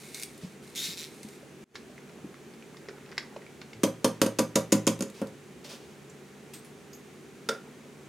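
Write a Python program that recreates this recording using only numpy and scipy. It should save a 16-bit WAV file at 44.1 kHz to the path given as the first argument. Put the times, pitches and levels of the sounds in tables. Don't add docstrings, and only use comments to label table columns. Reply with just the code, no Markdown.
import sys
import numpy as np
from scipy import signal
from scipy.fft import rfft, irfft
from scipy.io import wavfile

SR = 44100
rng = np.random.default_rng(int(sys.argv[2]) if len(sys.argv) > 2 else 0)


def unload_audio(sound):
    columns = np.transpose(np.atleast_2d(sound))
    steps = np.round(np.clip(columns, -1, 1) * 32767)
    wavfile.write(sys.argv[1], SR, steps.astype(np.int16))


N = 356328
TIME = np.arange(N) / SR
AGE = TIME[:SR // 2]

# f/Hz, level per Hz/dB
TWIST_COLOUR = [(880, -53), (1500, -9), (1850, -9), (2230, 1), (3120, -13), (3840, -1), (4550, -6.5),
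                (9470, -6.5), (10800, -11), (14800, -17), (16000, -28)]


def from_db(db):
    return 10 ** (np.asarray(db) / 20)


def rms_one(x):
    return x / np.sqrt(np.mean(x ** 2) + 1e-20)


def at_hz(points, hz):
    f, value = np.transpose(points)
    return np.interp(np.log(np.maximum(hz, 1)), np.log(f), value)


def dying(t60):
    return from_db(-60 * AGE / max(t60, 1e-3))


def add(out, s, sound):
    start = max(round(s * SR), 0)
    out[start:start + len(sound)] += sound[:N - start]


def colour(x, spectrum):
    size = 8192
    gain = rms_one(from_db(at_hz(spectrum, np.fft.rfftfreq(size, 1 / SR))))
    cepstrum = irfft(np.log(gain))
    cepstrum[1:size // 2] *= 2
    cepstrum[size // 2 + 1:] = 0
    impulse = irfft(np.exp(rfft(cepstrum)))
    return signal.fftconvolve(x, impulse)[:len(x)]


def passband(x, hz, kind, order=2):
    return signal.sosfilt(signal.butter(order, hz, kind, fs=SR, output="sos"), x)


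def drift(rate):
    knots = rng.standard_normal(int(N / SR * rate) + 2)
    return np.interp(TIME * rate, np.arange(len(knots)), knots)


def hiss():
    return rng.standard_normal(len(AGE))


def ring(modes, spread_db, detune, scatter):
    chance = rng.standard_normal((len(modes), 3))
    out = 0
    for (hz, db, t60), (a, b, c) in zip(modes, chance):
        phase = 2 * np.pi * hz * (1 + detune * b) * AGE + scatter * c
        out = out + from_db(db + spread_db * a) * np.cos(phase) * dying(t60)
    return out


def crack(snap_t60, shell_db, shell_t60):
    return (dying(snap_t60) + from_db(shell_db) * dying(shell_t60)) / 2


def crunch():
    rate, depth_db = 900, 2.5
    knots = rng.standard_normal(int(AGE[-1] * rate) + 2)
    chatter = np.interp(AGE * rate, np.arange(len(knots)), np.clip(knots, -2, 2))
    return rms_one(hiss() * from_db(depth_db * chatter))


def strokes(rows, attack_s, sag_db_per_s, release_s):
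    out = np.zeros(N)
    for s, length, db in rows:
        age = np.maximum(TIME - s, 0)
        attack = 1 - np.exp(-age / attack_s)
        release = np.exp(-np.maximum(age - length, 0) / release_s)
        out += from_db(db - sag_db_per_s * age) * attack * release
    return out


def rub(gain, spectrum, grains_per_s, grain_db):
    catches = rng.random(N) < grains_per_s / SR
    sizes = from_db(grain_db * rng.standard_normal(N))
    grains = catches * rng.choice([-1, 1], N) * sizes
    return colour(rms_one(grains) * gain, spectrum)


def fan():
    # f/Hz, level per Hz/dB
    air = [(25, -35), (45, -40), (70, -11.5), (115, -13), (140, -6), (240, -3.5), (295, -5), (430, -7.5),
           (600, -14), (950, -18), (2300, -19), (3200, -23.5), (5200, -28.5), (6600, -26), (10000, -31.5),
           (16000, -41.5)]
    # f/Hz, width/Hz, level/dB
    duct_modes = [(220.4, 63, -52), (391, 88, -50)]
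    # f/Hz, level/dB
    tones = [(143, -55), (772, -67.5), (5930, -74)]
    air_db = -46.5
    mid, side = (from_db(air_db) * colour(rng.standard_normal(N), air) for _ in range(2))
    for hz, width, db in duct_modes:
        edges = [max(hz - width / 2, 20), hz + width / 2]
        mid = mid + from_db(db) * rms_one(passband(rng.standard_normal(N), edges, "band"))
    for hz, db in tones:
        wander = 0.79 * drift(4.6)
        mid = mid + from_db(db) * np.sqrt(2) * np.sin(2 * np.pi * hz * TIME + wander)
    side = from_db(-12.5) * side + from_db(-14.5) * passband(side, 340, "high", order=1)
    return mid + side * [[1], [-1]]


def kitchen(x):
    # f/Hz, t60/s
    room_t60 = [(100, 0.15), (500, 0.26), (2000, 0.28), (6000, 0.22), (15000, 0.19)]
    # f/Hz, level/dB
    room_send = [(100, -22.5), (400, -10), (1200, -6.5), (6000, -7), (15000, -4.5)]
    edges, tails = np.geomspace(80, 17000, 12), []
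    for _ in range(2):
        tail = 0
        for low, high in zip(edges, edges[1:]):
            hz = np.sqrt(low * high)
            band = passband(hiss(), [low, high], "band") * dying(at_hz(room_t60, hz)) * (1 - dying(0.00078))
            share = np.sqrt(2 * (high - low) / SR)
            tail = tail + band / np.linalg.norm(band) * share * from_db(at_hz(room_send, hz))
        tails.append(signal.fftconvolve(x, tail)[:N])
    return tails[0] + from_db(-11.0) * tails[1] * [[1], [-1]]


def cutlery():
    # t/s, ring level/dB, f/Hz, cluster width/Hz, t60/s, tick level/dB
    touches = [(6.097, -40, 6940, 2000, .05, -62), (6.535, -39, 8170, 200, 0.26, -37.5),
               (6.536, -47, 12840, 220, 0.16, -37), (6.646, -43, 10000, 1400, 0.091, -47),
               (6.930, -38.5, 6560, 700, 0.14, -59), (6.931, -42, 5300, 1300, .08, -60),
               (6.931, -47, 13000, 3500, .09, -62), (6.950, -44, 12400, 1800, .08, -62)]
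    out = np.zeros(N)
    for s, ring_db, hz, width, t60, tick_db in touches:
        cluster = rms_one(passband(hiss(), [hz - width / 2, hz + width / 2], "band")) * dying(t60) / 2
        tick = passband(hiss(), [1800, 8000], "band", order=1) * dying(0.2)
        add(out, s, from_db(ring_db) * cluster + from_db(tick_db) * tick)
    return out


def straw():
    # t/s, ring level/dB, crack level/dB, thud level/dB
    contacts = [(7.4887, -20.5, -14, -27), (7.4925, -36, -21, -27)]
    # f/Hz, level/dB, t60/s
    modes = [(223, -9.5, 0.22), (420, -12, 0.14), (449.5, -2.5, 0.24), (552, -8.5, 0.19), (750, -25, 0.08),
             (1335, -5, 0.07), (1378, -2, 0.11), (1410, -3.5, 0.18), (1500, -13, .075), (1616, -10, 0.1),
             (1900, -15, .05), (2370, -11, .04), (3580, 3, 0.013)]
    # f/Hz, level per Hz/dB
    crack_colour = [(300, -10), (700, -7), (1000, -7), (1400, -3), (2200, -5.5), (2900, -10), (3600, 2.5),
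                    (4300, -7), (5500, -3), (7300, -9.5), (10500, -15), (16000, -31)]
    # f/Hz, level per Hz/dB
    thud_colour = [(150, -9), (330, -4), (480, 1), (700, -8), (1000, -17), (1400, -6), (1700, -14),
                   (2300, -21), (5000, -51)]
    rings, cracks, thuds = np.zeros((3, N))
    swell = 1 - dying(0.0092)
    shape = crack(snap_t60=0.009, shell_db=-4.0, shell_t60=0.05)
    for s, ring_db, crack_db, thud_db in contacts:
        add(rings, s, from_db(ring_db) * ring(modes, spread_db=1.5, detune=0.005, scatter=0.93) * swell)
        add(cracks, s, from_db(crack_db) * crunch() * shape)
        add(thuds, s, from_db(thud_db) * crunch() * dying(0.19) * swell)
    mixed = rings + colour(cracks, crack_colour) + colour(thuds, thud_colour)
    return passband(mixed, 170, "high", order=3)


def brushing():
    # t/s, length/s, level/dB
    brushes = [(.41, 0.044, -49), (5.14, 0.059, -48.5), (5.641, 0.018, -40.5), (5.69, 0.056, -42),
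               (5.8, 0.14, -57.5)]
    # f/Hz, level per Hz/dB
    brush_colour = [(350, -33), (600, -0.5), (700, -10), (1010, -11.5), (1960, -13.5), (2610, -8),
                    (5500, -10), (16000, -29.5)]
    gain = strokes(brushes, attack_s=0.003, sag_db_per_s=20, release_s=0.029)
    return rub(gain, brush_colour, grains_per_s=6000, grain_db=1.5)


def twisting():
    # t/s, length/s, level/dB
    slides = [(0, 0.16, -46.5), (.145, 0.049, -44.5), (.29, 0.24, -57.5), (.62, 0.15, -55),
              (1.07, 0.28, -53)]
    gain = strokes(slides, attack_s=0.0012, sag_db_per_s=4, release_s=0.059)
    return rub(gain, TWIST_COLOUR, grains_per_s=2000, grain_db=2.0)


def snaps():
    # t/s, level/dB
    catches = [(0.145, -23.5), (.1970, -26), (0.2163, -31), (.2250, -26), (0.228, -36), (0.233, -21.5),
               (0.235, -38), (.378, -39.5), (0.676, -41), (.70, -44), (.751, -31.5), (.7580, -26.5),
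               (1.231, -33), (1.287, -39), (4.991, -35.5), (5.100, -38), (5.271, -39)]
    out, shape = np.zeros(N), crack(snap_t60=0.0099, shell_db=-7.5, shell_t60=0.054)
    for s, db in catches:
        add(out, s, from_db(db + 3.5) * shape * hiss())
    return passband(colour(out, TWIST_COLOUR), 2600, "high")


def creak():
    # t/s, length/s, level/dB
    pushes = [(.755, 0.085, -28), (.835, 0.014, -39), (.835, 0.1, -32.5), (.966, 0.072, -31.5)]
    # f/Hz, level/dB, t60/s
    lid_modes = [(3910, -18, 0.013), (4300, -21.5, 0.009), (5400, -30, 0.0076), (7370, -28, 0.012)]
    # f/Hz, level per Hz/dB
    creak_colour = [(700, -26), (1300, -16.5), (2300, -2), (3100, -8.5), (3900, -4), (4600, -4.5),
                    (5700, 0.5), (6700, -8), (7400, -5), (8400, -8.5), (9500, -5.5), (11200, -10),
                    (14500, -11), (16000, -27)]
    first_per_s, bound_per_s, binding_s = 440, 120, .125
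    grit_db, scrape_db, lid_db, lid_db_per_octave = -3.5, -7, 4.5, 4.5
    lid_slack, seats_at_s, seating_s = 0.1, .806, 0.011
    grit_top_hz, dulling_s = 8000, 0.41

    age = np.maximum(TIME - pushes[0][0], 0)
    per_s = bound_per_s + (first_per_s - bound_per_s) * np.exp(-age / binding_s)
    effort = strokes(pushes, attack_s=0.012, sag_db_per_s=41, release_s=0.027)
    count = np.cumsum(per_s * from_db(.8 * drift(200))) / SR
    slips = np.flatnonzero((np.diff(np.floor(count), prepend=0) > 0) & (effort > effort.max() / 20))
    shape = crack(snap_t60=.004, shell_db=-18, shell_t60=.02)
    shape, tick = shape / np.linalg.norm(shape), hiss()
    grit, rings = np.zeros((2, N))
    for i in slips:
        strength = effort[i] * np.sqrt(SR / per_s[i]) * from_db(rng.standard_normal())
        ring_db = lid_db + lid_db_per_octave * np.log2(per_s[i] / first_per_s)
        pitch = 1 - lid_slack / (1 + np.exp((TIME[i] - seats_at_s) / seating_s))
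        add(grit, TIME[i], strength * from_db(grit_db) * shape * (.5 * tick + 0.62 * hiss()))
        modes = [(hz * pitch, db, t60) for hz, db, t60 in lid_modes]
        lid = ring(modes, spread_db=1.0, detune=0.018, scatter=1.0)
        add(rings, TIME[i], strength * from_db(ring_db) * lid)
    scrape = from_db(scrape_db) * effort * rng.standard_normal(N)
    rasp, bright = colour(grit + scrape, creak_colour), np.exp(-age / dulling_s)
    dull = passband(rasp, grit_top_hz, "low", order=1)
    return bright * rasp + (1 - bright) * dull + passband(rings, 3340, "high")


def slosh():
    # t/s, length/s, level/dB
    swirls = [(1.85, .5, -52), (2.8, 0.62, -44.5), (7.54, 0.31, -46)]
    bubbles_per_s = 120
    births = TIME[rng.random(N) < bubbles_per_s / SR]
    out, age = np.zeros(N), AGE[:SR // 25]
    for birth, (size, strength) in zip(births, rng.random((len(births), 2))):
        cycles = 450 * 2 ** (2.65 * size) * age
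        bubble = np.sin(2 * np.pi * cycles * (1 + 0.01 * cycles)) * from_db(-60 * cycles / 22)
        add(out, birth, from_db(10 * strength ** 3 - 2.1 * size - 4.0) * bubble)
    return out * strokes(swirls, attack_s=0.036, sag_db_per_s=3, release_s=0.065)


def gulping():
    # t/s, level/dB, f/Hz
    gulps = [(.434, -26.5, 171), (.446, -26.5, 197), (.885, -32.5, 190), (1.248, -28, 227),
             (1.43, -35, 590), (1.897, -38, 630), (2.187, -39, 660), (2.241, -29.5, 213), (2.246, -27, 315),
             (2.886, -27, 425), (2.912, -36, 466), (3.181, -31, 390), (3.325, -39, 796), (3.3624, -25, 610),
             (3.365, -34, 870), (3.371, -29.5, 472), (3.765, -36, 126), (5.73, -36, 560), (7.855, -39, 560)]
    sag, sag_s, t60_cycles = .15, 0.022, 23.4
    out = np.zeros(N)
    sinking = np.cumsum(1 - sag * (1 - np.exp(-AGE / sag_s))) / SR
    for s, db, hz in gulps:
        envelope = dying(t60_cycles / hz) - dying(0.0016)
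        add(out, s, from_db(db) * np.sin(2 * np.pi * hz * sinking) * envelope)
    return passband(out, 74, "high")


def shaking():
    # t/s, knock level/dB, knock f/Hz, splash level/dB
    lumps = [(1.755, -23.5, 1755, -24.5), (1.9795, -33, 2070, -47), (2.095, -42, 2400, -45),
             (2.343, -36.5, 1130, -54), (2.3425, -35, 2050, -52), (2.537, -45, 3300, -49),
             (2.6248, -36, 2450, -49), (2.746, -34, 1150, -54), (2.769, -44, 1190, -39),
             (2.886, -28, 1930, -35), (2.893, -32.5, 1490, -43), (3.06, -43, 2700, -44),
             (3.091, -37, 1700, -44), (3.116, -35, 1490, -40), (3.122, -27.5, 1940, -43),
             (3.128, -31.5, 1590, -46), (3.170, -35, 2000, -43), (3.1795, -12, 1930, -16),
             (3.3625, -28.5, 1040, -46), (3.366, -35, 2500, -48), (3.42, -38, 1900, -50),
             (3.4651, -32, 2280, -51), (3.615, -33, 2280, -31.5), (3.620, -34, 1450, -49),
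             (3.732, -28, 2260, -37.5)]
    # multiple of the knock's pitch, level/dB, t60/s
    wall_modes = [(.62, -8, .008), (.86, -5.5, .009), (1, .5, .012), (1.18, -4.5, .009), (1.6, -11, 0.0054)]
    # f/Hz, level per Hz/dB
    wet_wall = [(400, -15), (800, -5), (1200, 1), (2100, 4.5), (2900, -1), (3500, 3), (4400, 3.5),
                (5400, 4.5), (6200, -6), (7000, -6), (8300, -18), (16000, -33)]
    splashes, knocks = np.zeros((2, N))
    shape = crack(snap_t60=0.019, shell_db=-6.0, shell_t60=0.063) * (1 - dying(0.00085))
    for s, knock_db, hz, splash_db in lumps:
        modes = [(hz * multiple, db, t60) for multiple, db, t60 in wall_modes]
        knock = ring(modes, spread_db=1.5, detune=0.015, scatter=0.86) * (1 - dying(0.0021))
        add(knocks, s, from_db(knock_db) * knock)
        add(splashes, s, from_db(splash_db) * shape * crunch())
    return colour(splashes, wet_wall) + knocks


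def clacks():
    # t/s, crack level/dB, rim ring level/dB
    landings = [(3.834, -13.5, -30), (3.8383, -20.5, -34), (4.0443, -12.5, -19), (4.0486, -23, -26),
                (4.2156, -11, -13), (4.223, -22, -29), (4.2622, -25, -28), (4.3868, -17, -23),
                (4.3919, -18, -19), (4.5554, -20, -17), (4.5572, -12.5, -12.5), (4.721, -19, -11.5),
                (4.725, -12.5, -5.5), (4.868, -17, -11), (4.8752, -13.5, -8.5), (5.007, -27.5, -24),
                (5.023, -27, -17), (5.2158, -36.5, -47)]
    # f/Hz, level per Hz/dB
    shell = [(380, -30), (650, -15), (839, -26), (998, -6), (1400, -11), (1900, -11), (2400, -10.5),
             (2770, -9.5), (3600, -9.5), (4150, -12.5), (4700, -8.5), (5250, -8), (5700, -12.5), (6180, -7),
             (7600, -14), (8600, -11), (9800, -15.5), (11000, -14.5), (13600, -23), (16000, -38)]
    # f/Hz, level/dB, t60/s
    rim_modes = [(3220, -23, .014), (5380, -14, 0.023), (6120, -12.5, 0.032), (6800, -7.5, 0.021),
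                 (7250, -9, 0.015), (9320, -14.5, 0.023)]
    cracks, rims = np.zeros((2, N))
    shape = crack(snap_t60=0.013, shell_db=-2, shell_t60=0.063) * (1 - dying(0.0021))
    for s, crack_db, rim_db in landings:
        add(cracks, s, from_db(crack_db) * shape * crunch())
        add(rims, s, from_db(rim_db) * ring(rim_modes, spread_db=2, detune=0.01, scatter=1.5))
    return from_db(3.5) * colour(cracks, shell) + rims


def raps():
    # t/s, base level/dB, favoured f/Hz, wall level/dB
    blows = [(3.8348, -10, 310, -9), (4.0447, -10.5, 251, -7.5), (4.2159, -9, 279, -8.5),
             (4.2613, -18, 260, -17.5), (4.389, -9, 313, -8.5), (4.5573, -9, 140, -8),
             (4.7244, -4, 303, -8.5), (4.871, -8.5, 248, -11), (4.992, -28, 205, -34),
             (5.007, -19.5, 204, -22), (5.023, -20, 210, -23.5), (5.2158, -21, 213, -16)]
    # f/Hz, level/dB, t60/s
    base_modes = [(114.7, -19, 0.53), (167, -19, 0.48), (209.3, -6.5, 0.19), (246.4, -8, 0.13),
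                  (275.5, -8, 0.13), (308.3, -10.5, 0.15)]
    # f/Hz, level/dB, t60/s
    wall_ring = [(404, -19, 0.22), (447.6, -10.5, 0.16), (525, -11.5, 0.14), (548, -10, 0.17),
                 (600, -15.5, 0.11), (696, -22, 0.14), (761, -25.5, 0.15), (958, -21, 0.14),
                 (999, -25.5, 0.18), (1128, -27, 0.11), (1187, -22.5, 0.1), (1395, -33, 0.066)]
    # f/Hz, level per Hz/dB
    counter = [(40, -30), (90, -17.5), (200, -2), (300, 1.5), (380, -7.5), (540, 1), (750, -14.5),
               (1200, -16.5), (1800, -24), (5000, -48)]
    grip_db, grip_octaves = 6, 0.2
    tilt_per_db, neutral_db = 0.7, -13.5
    thumps, thuds = np.zeros((2, N))
    swell = 1 - dying(0.011)
    for s, base_db, grip_hz, wall_db in blows:
        base = []
        for hz, db, t60 in base_modes:
            lift_db = grip_db * np.exp(-(np.log2(hz / grip_hz) / grip_octaves) ** 2)
            base.append((hz, base_db + db + lift_db, t60))
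        tilt_db = tilt_per_db * (wall_db - neutral_db)
        wall = [(hz, wall_db + db + tilt_db * np.log2(hz / 540), t60) for hz, db, t60 in wall_ring]
        base_sound = ring(base, spread_db=1.0, detune=0.0065, scatter=0.53)
        wall_sound = ring(wall, spread_db=1.5, detune=0.0082, scatter=0.74)
        add(thumps, s, swell * (base_sound - wall_sound))
        add(thuds, s, from_db(wall_db - 9) * hiss() * dying(0.18))
    return passband(thumps, 113, "high", order=3) + colour(thuds, counter)


def scene():
    handling = cutlery() + straw() + brushing() + twisting() + snaps() + creak()
    handling = handling + slosh() + gulping() + shaking() + clacks() + raps()
    late = np.interp(TIME - .0011, TIME, handling)
    bounce = from_db(-10.5) * passband(late, 1400, "high", order=1)
    mixed = handling + bounce * [[1], [-1]] + kitchen(handling) + fan()
    return mixed * from_db([[-.3], [.3]])


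def record(dry):
    dip_at_s, dip_length_s, dip_edge_s = 1.641, 0.102, 0.0026
    dip_db, recovery_db_per_s = -26.5, 160
    level_db, peak_limit, cutoff_hz = -5.5, .75, 16200
    age = TIME - dip_at_s
    inside = np.clip(age / dip_edge_s, 0, 1) * np.clip(1 - (age - dip_length_s) / dip_edge_s, 0, 1)
    dipped = dry * from_db(level_db + inside * (dip_db + recovery_db_per_s * age))
    rounded = peak_limit * np.tanh(dipped / peak_limit)
    return signal.sosfilt(signal.ellip(10, .1, 80, cutoff_hz, fs=SR, output="sos"), rounded)


dry = scene()
out = record(dry)
unload_audio(out)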